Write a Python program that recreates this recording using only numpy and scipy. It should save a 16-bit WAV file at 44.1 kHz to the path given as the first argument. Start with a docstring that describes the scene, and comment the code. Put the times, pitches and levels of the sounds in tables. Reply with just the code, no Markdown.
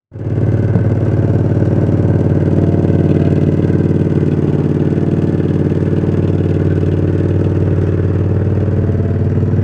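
"""A four-stroke V-twin drives a mortar mixer on a building site, its speed sagging as the paddles dig in.
Two unevenly spaced exhaust pulses excite the resonances of the pipes and the intake thumps in its air box.
Each firing forces the block, hood and loose steel into vibration; a gear whine and a hiss come and go.
The listener starts over the churning drum, where a paddle knocks once, then steps back and turns away."""
import sys
import numpy as np
from scipy import signal
from scipy.fft import rfft, irfft, next_fast_len
from scipy.io import wavfile
from scipy.ndimage import uniform_filter1d

SR = 44100
rng = np.random.default_rng(int(sys.argv[2]) if len(sys.argv) > 2 else 0)


def to_wav(s):
    """Save 16-bit WAV."""
    ch = np.atleast_2d(s).T  # columns
    pcm = np.round(np.clip(ch, -1, 1) * 32767)  # PCM
    wavfile.write(sys.argv[1], SR, pcm.astype(np.int16))


N = 424683
TIME = np.arange(N) / SR
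FFT_SIZE = next_fast_len(N + SR // 2, True)
FREQS = np.fft.rfftfreq(FFT_SIZE, 1 / SR)


def undb(db):
    """Amplitude ratio of a level in decibels."""
    return 10 ** (np.asarray(db) / 20)

def unit(x):
    """Normalisation to rms 1."""
    return x / np.sqrt(np.mean(x ** 2))

def steady(x):
    """Running normalisation to rms 1 over about half a second."""
    power = uniform_filter1d(x * x, size=SR // 2)
    return x / np.sqrt(uniform_filter1d(power, size=SR // 8) + 1e-18)

def curve(table, column=1):
    """Linear interpolation of a table column over time."""
    rows = np.array(table)
    return np.interp(TIME, rows[:, 0], rows[:, column])

def swells(table):
    """Gaussian envelopes, one around each row's moment."""
    return sum(undb(db) * np.exp(-((TIME - s) / half_s) ** 2) for s, db, half_s in table)

def walk(rate):
    """Slow random modulation of rms 1."""
    hold = int(SR / rate)
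    steps = np.repeat(rng.standard_normal(N // hold + 1), hold)
    return unit(uniform_filter1d(steps, hold)[:N])

def through(x, response):
    """Linear filtering: the spectrum is multiplied by a frequency response."""
    return irfft(rfft(x, FFT_SIZE) * response, FFT_SIZE)[:N]

def colour(points):
    """Spectral envelope through (Hz, dB) points on a logarithmic frequency axis."""
    hz, db = np.transpose(points)
    return undb(np.interp(np.log(FREQS + 1), np.log(hz), db))

def ring(modes):
    """Modal superposition: the summed response of damped resonances."""
    s = 1j * FREQS
    return sum(undb(db) * s * width / (s * s + s * width + hz * hz) for hz, width, db in modes)

def dense_ring(decay_s):
    """High modal overlap: the impulse response is decaying noise of unit energy."""
    tail = rng.standard_normal(N) * np.exp(-TIME / decay_s)
    return rfft(tail / np.linalg.norm(tail), FFT_SIZE)

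def low_pass(hz):
    """Two-pole low-pass response."""
    s = 1j * FREQS / hz
    return 1 / (1 + np.sqrt(2) * s + s * s)

def high_pass(hz):
    """Two-pole high-pass response."""
    return -(FREQS / hz) ** 2 * low_pass(hz)

def below(hz, order):
    """Zero-phase low-pass response, steeper with higher order."""
    return 1 / (1 + (FREQS / hz) ** order)

def impulses(times, sizes):
    """Impulsive excitation at the given moments."""
    return np.bincount(np.clip(times * SR, 0, N).astype(int), sizes, N + 1)[:N]

def strokes(cycles, phase, scatter_db, jitter_s):
    """Quasi-periodic excitation: one push per cycle, varying in strength and timing."""
    due = np.arange(int(cycles[-1]) + 1) + phase
    times = np.interp(due, cycles, TIME, right=2 * TIME[-1])
    chance = rng.standard_normal((len(times), 2))
    return impulses(times + jitter_s * chance[:, 0], undb(scatter_db * chance[:, 1]))

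def bursts(pushes, rise_s, decay_s):
    """Envelope with exponential rise and decay after every push; rms 1."""
    s = 2j * np.pi * FREQS
    return unit(through(pushes, 1 / ((1 + s * rise_s) * (1 + s * decay_s))))

def grains(rate, spread_db):
    """Shot noise: dense tiny impacts of unequal size; rms 1."""
    hits = (rng.random(N) < rate / SR) * rng.standard_normal(N)
    return unit(hits * undb(spread_db * np.minimum(rng.exponential(size=N), 4)))

def detour(x, metres):
    """Propagation delay over an extra path at the speed of sound."""
    return np.interp(TIME - metres / 343, TIME, x)

def bounced(x, path, top_hz):
    """Reflection of the low frequencies over a path that changes as the listener moves."""
    return curve(path, column=2) * detour(through(x, below(top_hz, order=8)), curve(path))

def scatter(x, strength, drift_m, count=3):
    """Comb filtering: reflections off drum, sacks and stones shift as the listener walks."""
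    paths_m = rng.uniform(.15, 1.6, count)
    strength = min(strength, .8 / count)  # together weaker than the direct sound
    return x + strength * sum(detour(x, metres + drift_m * walk(1)) for metres in paths_m)


# Paddles dragging in mortar. Each row: time of deepest sag in seconds, cycles per second lost.
PADDLE_LOADS = [(.074, 1.824), (.692, .869), (1.187, 1.058), (1.762, .63), (2.296, .803), (2.969, .469),
                (3.436, .728), (4.15, .596), (4.63, .855), (5.291, .338), (5.685, .571), (6.387, .483),
                (6.892, .694), (7.522, .339), (7.985, .606), (8.821, .543), (9.302, .766)]

def engine_rate():
    """Load and regulation: each paddle lowers the cycle rate, then the governor restores it."""
    unloaded_hz, dig_s, recover_s = 19.348, .508, .487
    sag_hz = sum(lost * np.interp(TIME - s, [-dig_s, 0, recover_s], [0, 1, 0]) for s, lost in PADDLE_LOADS)
    return unloaded_hz - sag_hz


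# The chug rises as the listener rounds the drum and falls on walking away.
# Each row: time in seconds, relative level in dB.
CHUG_LEVEL = [(0.4, -16), (0.98, -18), (1.12, -15), (3.05, -11), (4.78, -12.5), (6.38, -13.5), (7.7, -14.5),
              (8.19, -16.5), (9.5, -15.5)]

def with_chug(top_db, share):
    """Common modulation: a level in dB that peaks at top_db and follows a share of the chug's swing."""
    chug_db = curve(CHUG_LEVEL)
    return top_db + share * (chug_db - chug_db.max())


# Modes of the two pipes and the air box. Each row: frequency in Hz, bandwidth in Hz, gain in dB.
PIPE_A_MODES = [(72.8, 20.5, -17.5), (144.9, 8.5, -11.5), (231.5, 37, -19.5), (302.2, 9.1, -18),
                (349, 30.7, -17.5), (551.3, 17.2, -18), (780, 9.3, -35.5)]
PIPE_B_MODES = [(113, 11, -39.5), (239.4, 30, -25.5), (307.6, 41.7, -20), (344.5, 20.3, -19),
                (427.6, 27.3, -15.5), (495, 12, -29.5), (620, 6.5, -39)]
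AIR_BOX_MODES = [(97.4, 15.9, -9.5), (170.7, 5.5, -21.5), (348, 160, -28)]

def exhaust_and_intake(cycles):
    """Air-column resonance: gas pulses ring the pipes and, with opposite sign, the air box."""
    pipe_a = through(strokes(cycles, phase=.426, scatter_db=.85, jitter_s=.00005), ring(PIPE_A_MODES))
    pipe_b = through(strokes(cycles, phase=.803, scatter_db=.78, jitter_s=.00005), ring(PIPE_B_MODES))
    intake = through(strokes(cycles, phase=.735, scatter_db=.84, jitter_s=.00005), ring(AIR_BOX_MODES))
    # the muffler absorbs the treble, and small openings radiate little deep bass
    muffled = through(intake - pipe_a - pipe_b, low_pass(hz=228) * high_pass(hz=90))
    # upper harmonics reverberate in the steel housing as a hollow growl
    direct = np.sqrt(below(hz=560, order=12))
    return through(muffled, direct + np.sqrt(1 - direct ** 2) * dense_ring(decay_s=.03))


# Reflections: off the ground, a second of bass alone, and off the stones.
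# Each row: time in seconds, extra path in metres, strength from 0 to 1.
GROUND_PATH = [(5.5, 0.67, 0), (7.3, 0.92, 0.38), (8.2, 0.7, 0.33), (9, 0.56, 0.57), (9.6, 0.48, 0.6)]
BASS_PATH = [(6.3, 1.3, 0.05), (8, 1.24, 0.27), (9.1, 1.41, .8), (9.6, 1.1, 0)]
STONE_PATH = [(6.5, 3.55, 0), (8, 3.56, 0.09), (9, 3.11, 0.29), (9.6, 2.97, 0.3)]

def with_echoes(x):
    """Interference: three reflections join the direct sound as the listener backs away."""
    ground = bounced(x, GROUND_PATH, top_hz=600)
    bass = bounced(x, BASS_PATH, top_hz=204.8)
    stones = bounced(x, STONE_PATH, top_hz=606)
    return x + ground + bass + stones


# Crossovers in Hz between the engine's five registers: boom, hum, thump, body and growl.
CROSSOVERS_HZ = [104, 124, 195, 480]
# Loudness of three of the registers. Each row: time in seconds, relative level in dB.
BOOM_LEVEL = [(0.4, -19.5), (0.95, -19.5), (2.69, -17), (3.95, -19.5), (4.6, -23), (6.12, -19), (6.31, -17),
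              (8.0, -15.5), (9.5, -16.5)]
HUM_LEVEL = [(0.4, -16), (0.63, -15.5), (2.28, -19.5), (2.48, -27), (7.3, -35.5), (7.55, -27), (9.5, -21.5)]
GROWL_LEVEL = [(0.4, -30.5), (1.21, -27), (3.14, -27), (4.28, -33.5), (7.62, -29), (8.08, -34), (8.36, -30),
               (9.5, -34)]

def registers(x):
    """Spectral balance depends on position: each band swells and fades as the listener moves."""
    thump_db, body_db = with_chug(top_db=-15, share=1), with_chug(top_db=-15.5, share=.96)
    levels_db = [curve(BOOM_LEVEL), curve(HUM_LEVEL), thump_db, body_db, curve(GROWL_LEVEL) - 3.5]
    edges = [0] + [below(hz, order=40) for hz in CROSSOVERS_HZ] + [below(hz=1100, order=8)]
    return sum(steady(through(x, hi - lo)) * undb(db) for lo, hi, db in zip(edges, edges[1:], levels_db))


# Clean tones in the growl. Each row: multiple of the cycle rate, relative level in dB.
HARMONICS = [(29, -10.5), (31, -11.5), (34, -15.5), (40, -18.5), (48, -21)]

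def overtones(cycles):
    """Harmonics of the periodic firing waver above the growl and thin out as the listener backs away."""
    fade_db_per_s = .56
    angle = 2 * np.pi * cycles + .015 * walk(12)
    tones = sum(undb(db) * np.sqrt(2) * np.sin(round(order) * angle) for order, db in HARMONICS)
    return tones * undb(curve(GROWL_LEVEL) + .89 * walk(2.2) - fade_db_per_s * TIME)


# The two cylinders. Each row: firing phase in cycles, clatter weight in dB, rattle weight in dB.
CYLINDERS = [(0.318, 0.5, 3.5), (.697, -0.5, 1)]

def firings(cycles, column, scatter_db, jitter_s):
    """Combustion strikes the structure twice a cycle, weighted by the chosen column."""
    return sum(undb(row[column]) * strokes(cycles, row[0], scatter_db, jitter_s) for row in CYLINDERS)


# Spectrum of the clatter. Each row: frequency in Hz, relative spectral density in dB.
CLATTER_SPECTRUM = [(400, -7.5), (750, -2.5), (1000, 0.5), (1250, -5), (1600, -5.5), (1950, -6), (2250, -8),
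                    (2750, -11.5), (3300, -13), (4000, -34.5), (6000, -44.5)]
# Modes of the sheet-metal hood. Each row: frequency in Hz, bandwidth in Hz, gain in dB.
HOOD_MODES = [(1340, 140, -13), (1526, 92, 6.5), (1614, 73, -3.5), (2029, 71, -4.5), (2470, 190, -14),
              (2940, 21, -14), (3200, 60, -18)]

def clatter(cycles):
    """Forced vibration: firings shake the block and hood; gear and fan noise fills the gaps."""
    pushes = firings(cycles, column=1, scatter_db=1.5, jitter_s=.00038)
    shaking = bursts(pushes, rise_s=.0024, decay_s=.017) * grains(rate=6000, spread_db=1)
    drive = shaking + undb(-5) * rng.standard_normal(N)
    broadband = unit(through(drive, colour(CLATTER_SPECTRUM)))
    # the block answers every blow with the same dense ring
    block = unit(through(pushes, dense_ring(decay_s=.085) * colour(CLATTER_SPECTRUM) * low_pass(hz=1120)))
    hood = unit(through(drive, ring(HOOD_MODES) * high_pass(hz=960) * low_pass(hz=3140)))
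    casing = undb(-7.5) * broadband + undb(-4.5 + 2.2 * walk(4.4)) * hood + undb(-2) * block
    heard = steady(scatter(casing, strength=.27, drift_m=.048))
    return heard * undb(with_chug(top_db=-37.5, share=.31))


# Spectrum of the rattle. Each row: frequency in Hz, relative spectral density in dB.
RATTLE_SPECTRUM = [(1500, -14.5), (2800, 2), (3800, -0.5), (5000, -2.5), (6500, -3.5), (8300, -5.5),
                   (10000, -15.5), (12500, -23), (15500, -24)]
# Modes of small steel parts. Each row: frequency in Hz, bandwidth in Hz, gain in dB.
BRACKET_MODES = [(2780, 70, 3.5), (2930, 34, 3.5), (3384, 53, -6.5), (4740, 170, -7.5), (5000, 170, -8),
                 (5620, 270, -6), (6270, 230, -7.5), (7650, 130, -9.5)]

def rattle(cycles):
    """Impact noise: valve gear and loose steel give a tick at each firing, then a spray of smaller ones."""
    pushes = firings(cycles, column=2, scatter_db=1.5, jitter_s=.0006)
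    spray = bursts(pushes, rise_s=.00096, decay_s=.01) * grains(rate=7800, spread_db=1.5)
    ticks = bursts(pushes * rng.random(N), rise_s=.00028, decay_s=.0027) * rng.standard_normal(N)
    drive = spray + undb(-11) * ticks + undb(-6.5) * rng.standard_normal(N)
    steel = unit(through(drive, colour(RATTLE_SPECTRUM) * (1 + ring(BRACKET_MODES))))
    heard = steady(scatter(steel, strength=.24, drift_m=.0089))
    return heard * undb(with_chug(top_db=-52, share=.39))

def plate(cycles, modes, band, rise_s, decay_s):
    """Bending modes: each firing makes a steel plate chatter on its mounts and ring."""
    pushes = firings(cycles, column=2, scatter_db=2.8, jitter_s=.00066)
    chatter = bursts(pushes, rise_s, decay_s) * grains(rate=2500, spread_db=1.5)
    return unit(through(chatter, ring(modes) * colour(band)))


# Modes of the engine cover's side panel. Each row: frequency in Hz, bandwidth in Hz, gain in dB.
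PANEL_MODES = [(1131, 96, -0.5), (1310, 110, 1), (1407, 71, -2.5), (1672, 70, 2), (2594, 56, -1.5)]
# The band it radiates. Each row: frequency in Hz, gain in dB.
PANEL_RADIATION = [(600, -18), (1100, 1.5), (2600, -1.5), (4000, -24.5)]
# Its loudness. Each row: time in seconds, level in dB.
PANEL_HEARD = [(1, -46), (5, -61), (6.4, -46), (8.2, -43), (9.5, -53)]

def side_panel(cycles):
    """Plate resonance in the midrange: it fades, then returns as the listener backs away."""
    return undb(curve(PANEL_HEARD)) * plate(cycles, PANEL_MODES, PANEL_RADIATION, rise_s=.003, decay_s=.02)


# Spectrum of churning mortar. Each row: frequency in Hz, relative spectral density in dB.
CHURN_SPECTRUM = [(20, -17.5), (45, -16.5), (75, -12), (120, -10), (200, 1), (370, -0.5), (550, -9),
                  (850, -15.5), (1250, -21.5), (2000, -30.5), (3000, -41.5), (12000, -67)]
# Modes of the loaded drum. 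Each row: frequency in Hz, bandwidth in Hz, gain in dB.
DRUM_MODES = [(137, 19, -4), (180, 7, 15.5), (298, 21, -7), (445, 26, -4), (593, 44, -12), (850, 140, -22)]
# The contacts of the paddle's knock, and the snaps of grit. Each row: start in seconds, relative level in dB.
KNOCK_CONTACTS = [(.7545, -3), (.779, -11)]
GRIT_SNAPS = [(0.756, -38), (1.05, -39), (3.324, -38)]

def drum():
    """Impact excitation: wet mortar churns, a paddle rings the drum and grit snaps against the steel."""
    churn = unit(through(grains(rate=1500, spread_db=1.5), colour(CHURN_SPECTRUM)))
    churn *= undb(-27.5 + 1.2 * walk(5))
    times, levels_db = np.transpose(KNOCK_CONTACTS)
    knock = through(impulses(times, undb(levels_db)), ring(DRUM_MODES) * low_pass(hz=650))
    knock *= undb(levels_db.max()) / np.abs(knock).max()
    snaps = sum(undb(db) * (TIME > s) * np.exp(-np.abs(TIME - s) / .0063) for s, db in GRIT_SNAPS)
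    grit = snaps * undb(-5.5) * unit(through(rng.standard_normal(N), colour(RATTLE_SPECTRUM)))
    direct = churn + knock + grit
    return (direct + bounced(direct, GROUND_PATH, top_hz=555)) / (1 + curve(GROUND_PATH, column=2))


# Swells of gear whine. Each row: centre in seconds, nominal peak in dB, half length in seconds.
WHINE_SWELLS = [(1.902, -38, 1), (3.1, -35.5, 0.45), (5.1, -39, 0.24), (6.503, -42.5, 0.55),
                (9.044, -37.5, 0.41)]

def gears(cycles):
    """Mesh frequency: teeth engage, slightly unevenly, at a fixed multiple of the engine speed."""
    teeth_per_cycle = 36
    tone = np.sqrt(2) * np.sin(2 * np.pi * teeth_per_cycle * cycles + .52 * walk(25))
    return tone * swells(WHINE_SWELLS) * undb(2 * walk(14))


# Swells of hiss. Each row: centre in seconds, nominal peak in dB, half length in seconds.
HISS_SWELLS = [(1.5, -65, 0.48), (7.7, -66.5, 0.66)]
# Spectrum of the hiss. 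Each row: frequency in Hz, relative spectral density in dB.
HISS_SPECTRUM = [(3500, -29.5), (4900, -8), (5600, 3), (6300, -7.5), (9500, -15), (15000, -27)]

def hiss():
    """Amplitude-modulated noise: a thin, high band flickers as it comes and goes."""
    envelope = swells(HISS_SWELLS) * undb(1.5 * walk(12))
    return envelope * unit(through(rng.standard_normal(N), colour(HISS_SPECTRUM)))


# Modes of a steel guard on the engine side. Each row: frequency in Hz, bandwidth in Hz, gain in dB.
GUARD_MODES = [(2530, 50, -7), (2646, 160, 0.5), (2855, 50, 2.5), (3120, 93, -5), (3380, 65, -1.5),
               (4120, 72, -7.5)]
# The band it radiates. Each row: frequency in Hz, gain in dB.
GUARD_RADIATION = [(1500, -23.5), (2500, 1), (4200, -2), (6000, -16.5)]
# Its loudness. Each row: time in seconds, level in dB.
GUARD_HEARD = [(2.1, -62), (2.6, -53.5), (3.2, -46), (3.8, -52), (6.5, -49), (8.6, -58), (9.3, -67)]

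def guard(cycles):
    """Plate resonance in the treble, loudest once the listener is round the drum."""
    ringing = plate(cycles, GUARD_MODES, GUARD_RADIATION, rise_s=.0011, decay_s=.0091)
    return undb(curve(GUARD_HEARD)) * ringing

def turned_away(x):
    """Acoustic shadow: as the listener turns, the treble drops and part arrives diffusely via the yard."""
    turn_s, turn_length_s, shade_hz, shade_db = 7.9, .34, 6000, -7
    turned = .5 + .5 * np.tanh((TIME - turn_s) / turn_length_s)
    diffuse_share = .35 * turned
    diffuse = through(x, dense_ring(decay_s=.025))
    blurred = np.sqrt(1 - diffuse_share) * x + np.sqrt(diffuse_share) * diffuse
    treble = through(blurred, np.abs(high_pass(shade_hz)) ** 2)
    return blurred - (1 - undb(shade_db * turned)) * treble

def scene():
    """Superposition: one crankshaft times all the engine's sounds; the drum and the hiss add to them."""
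    cycles = np.cumsum(engine_rate()) / SR
    casing, steel = clatter(cycles), rattle(cycles)
    chug = registers(with_echoes(exhaust_and_intake(cycles))) + overtones(cycles)
    plates = guard(cycles) + side_panel(cycles)
    return (chug + casing + plates + drum() + gears(cycles) + turned_away(steel) + hiss())[None]


# The opening fade. Each row: time in seconds, gain in dB.
OPENING_FADE = [(.11, -77), (.118, -24), (.16, -15), (.215, -9), (.27, -5), (.42, 0)]

def record(dry):
    """Amplitude and band limiting: the sound fades in, clips at full scale and loses its highest treble."""
    top_hz = 15600
    clipped = np.clip(dry * undb(curve(OPENING_FADE)), -1, 1)
    return signal.sosfilt(signal.ellip(8, .2, 70, top_hz, fs=SR, output="sos"), clipped)


dry = scene()
out = record(dry)
to_wav(out)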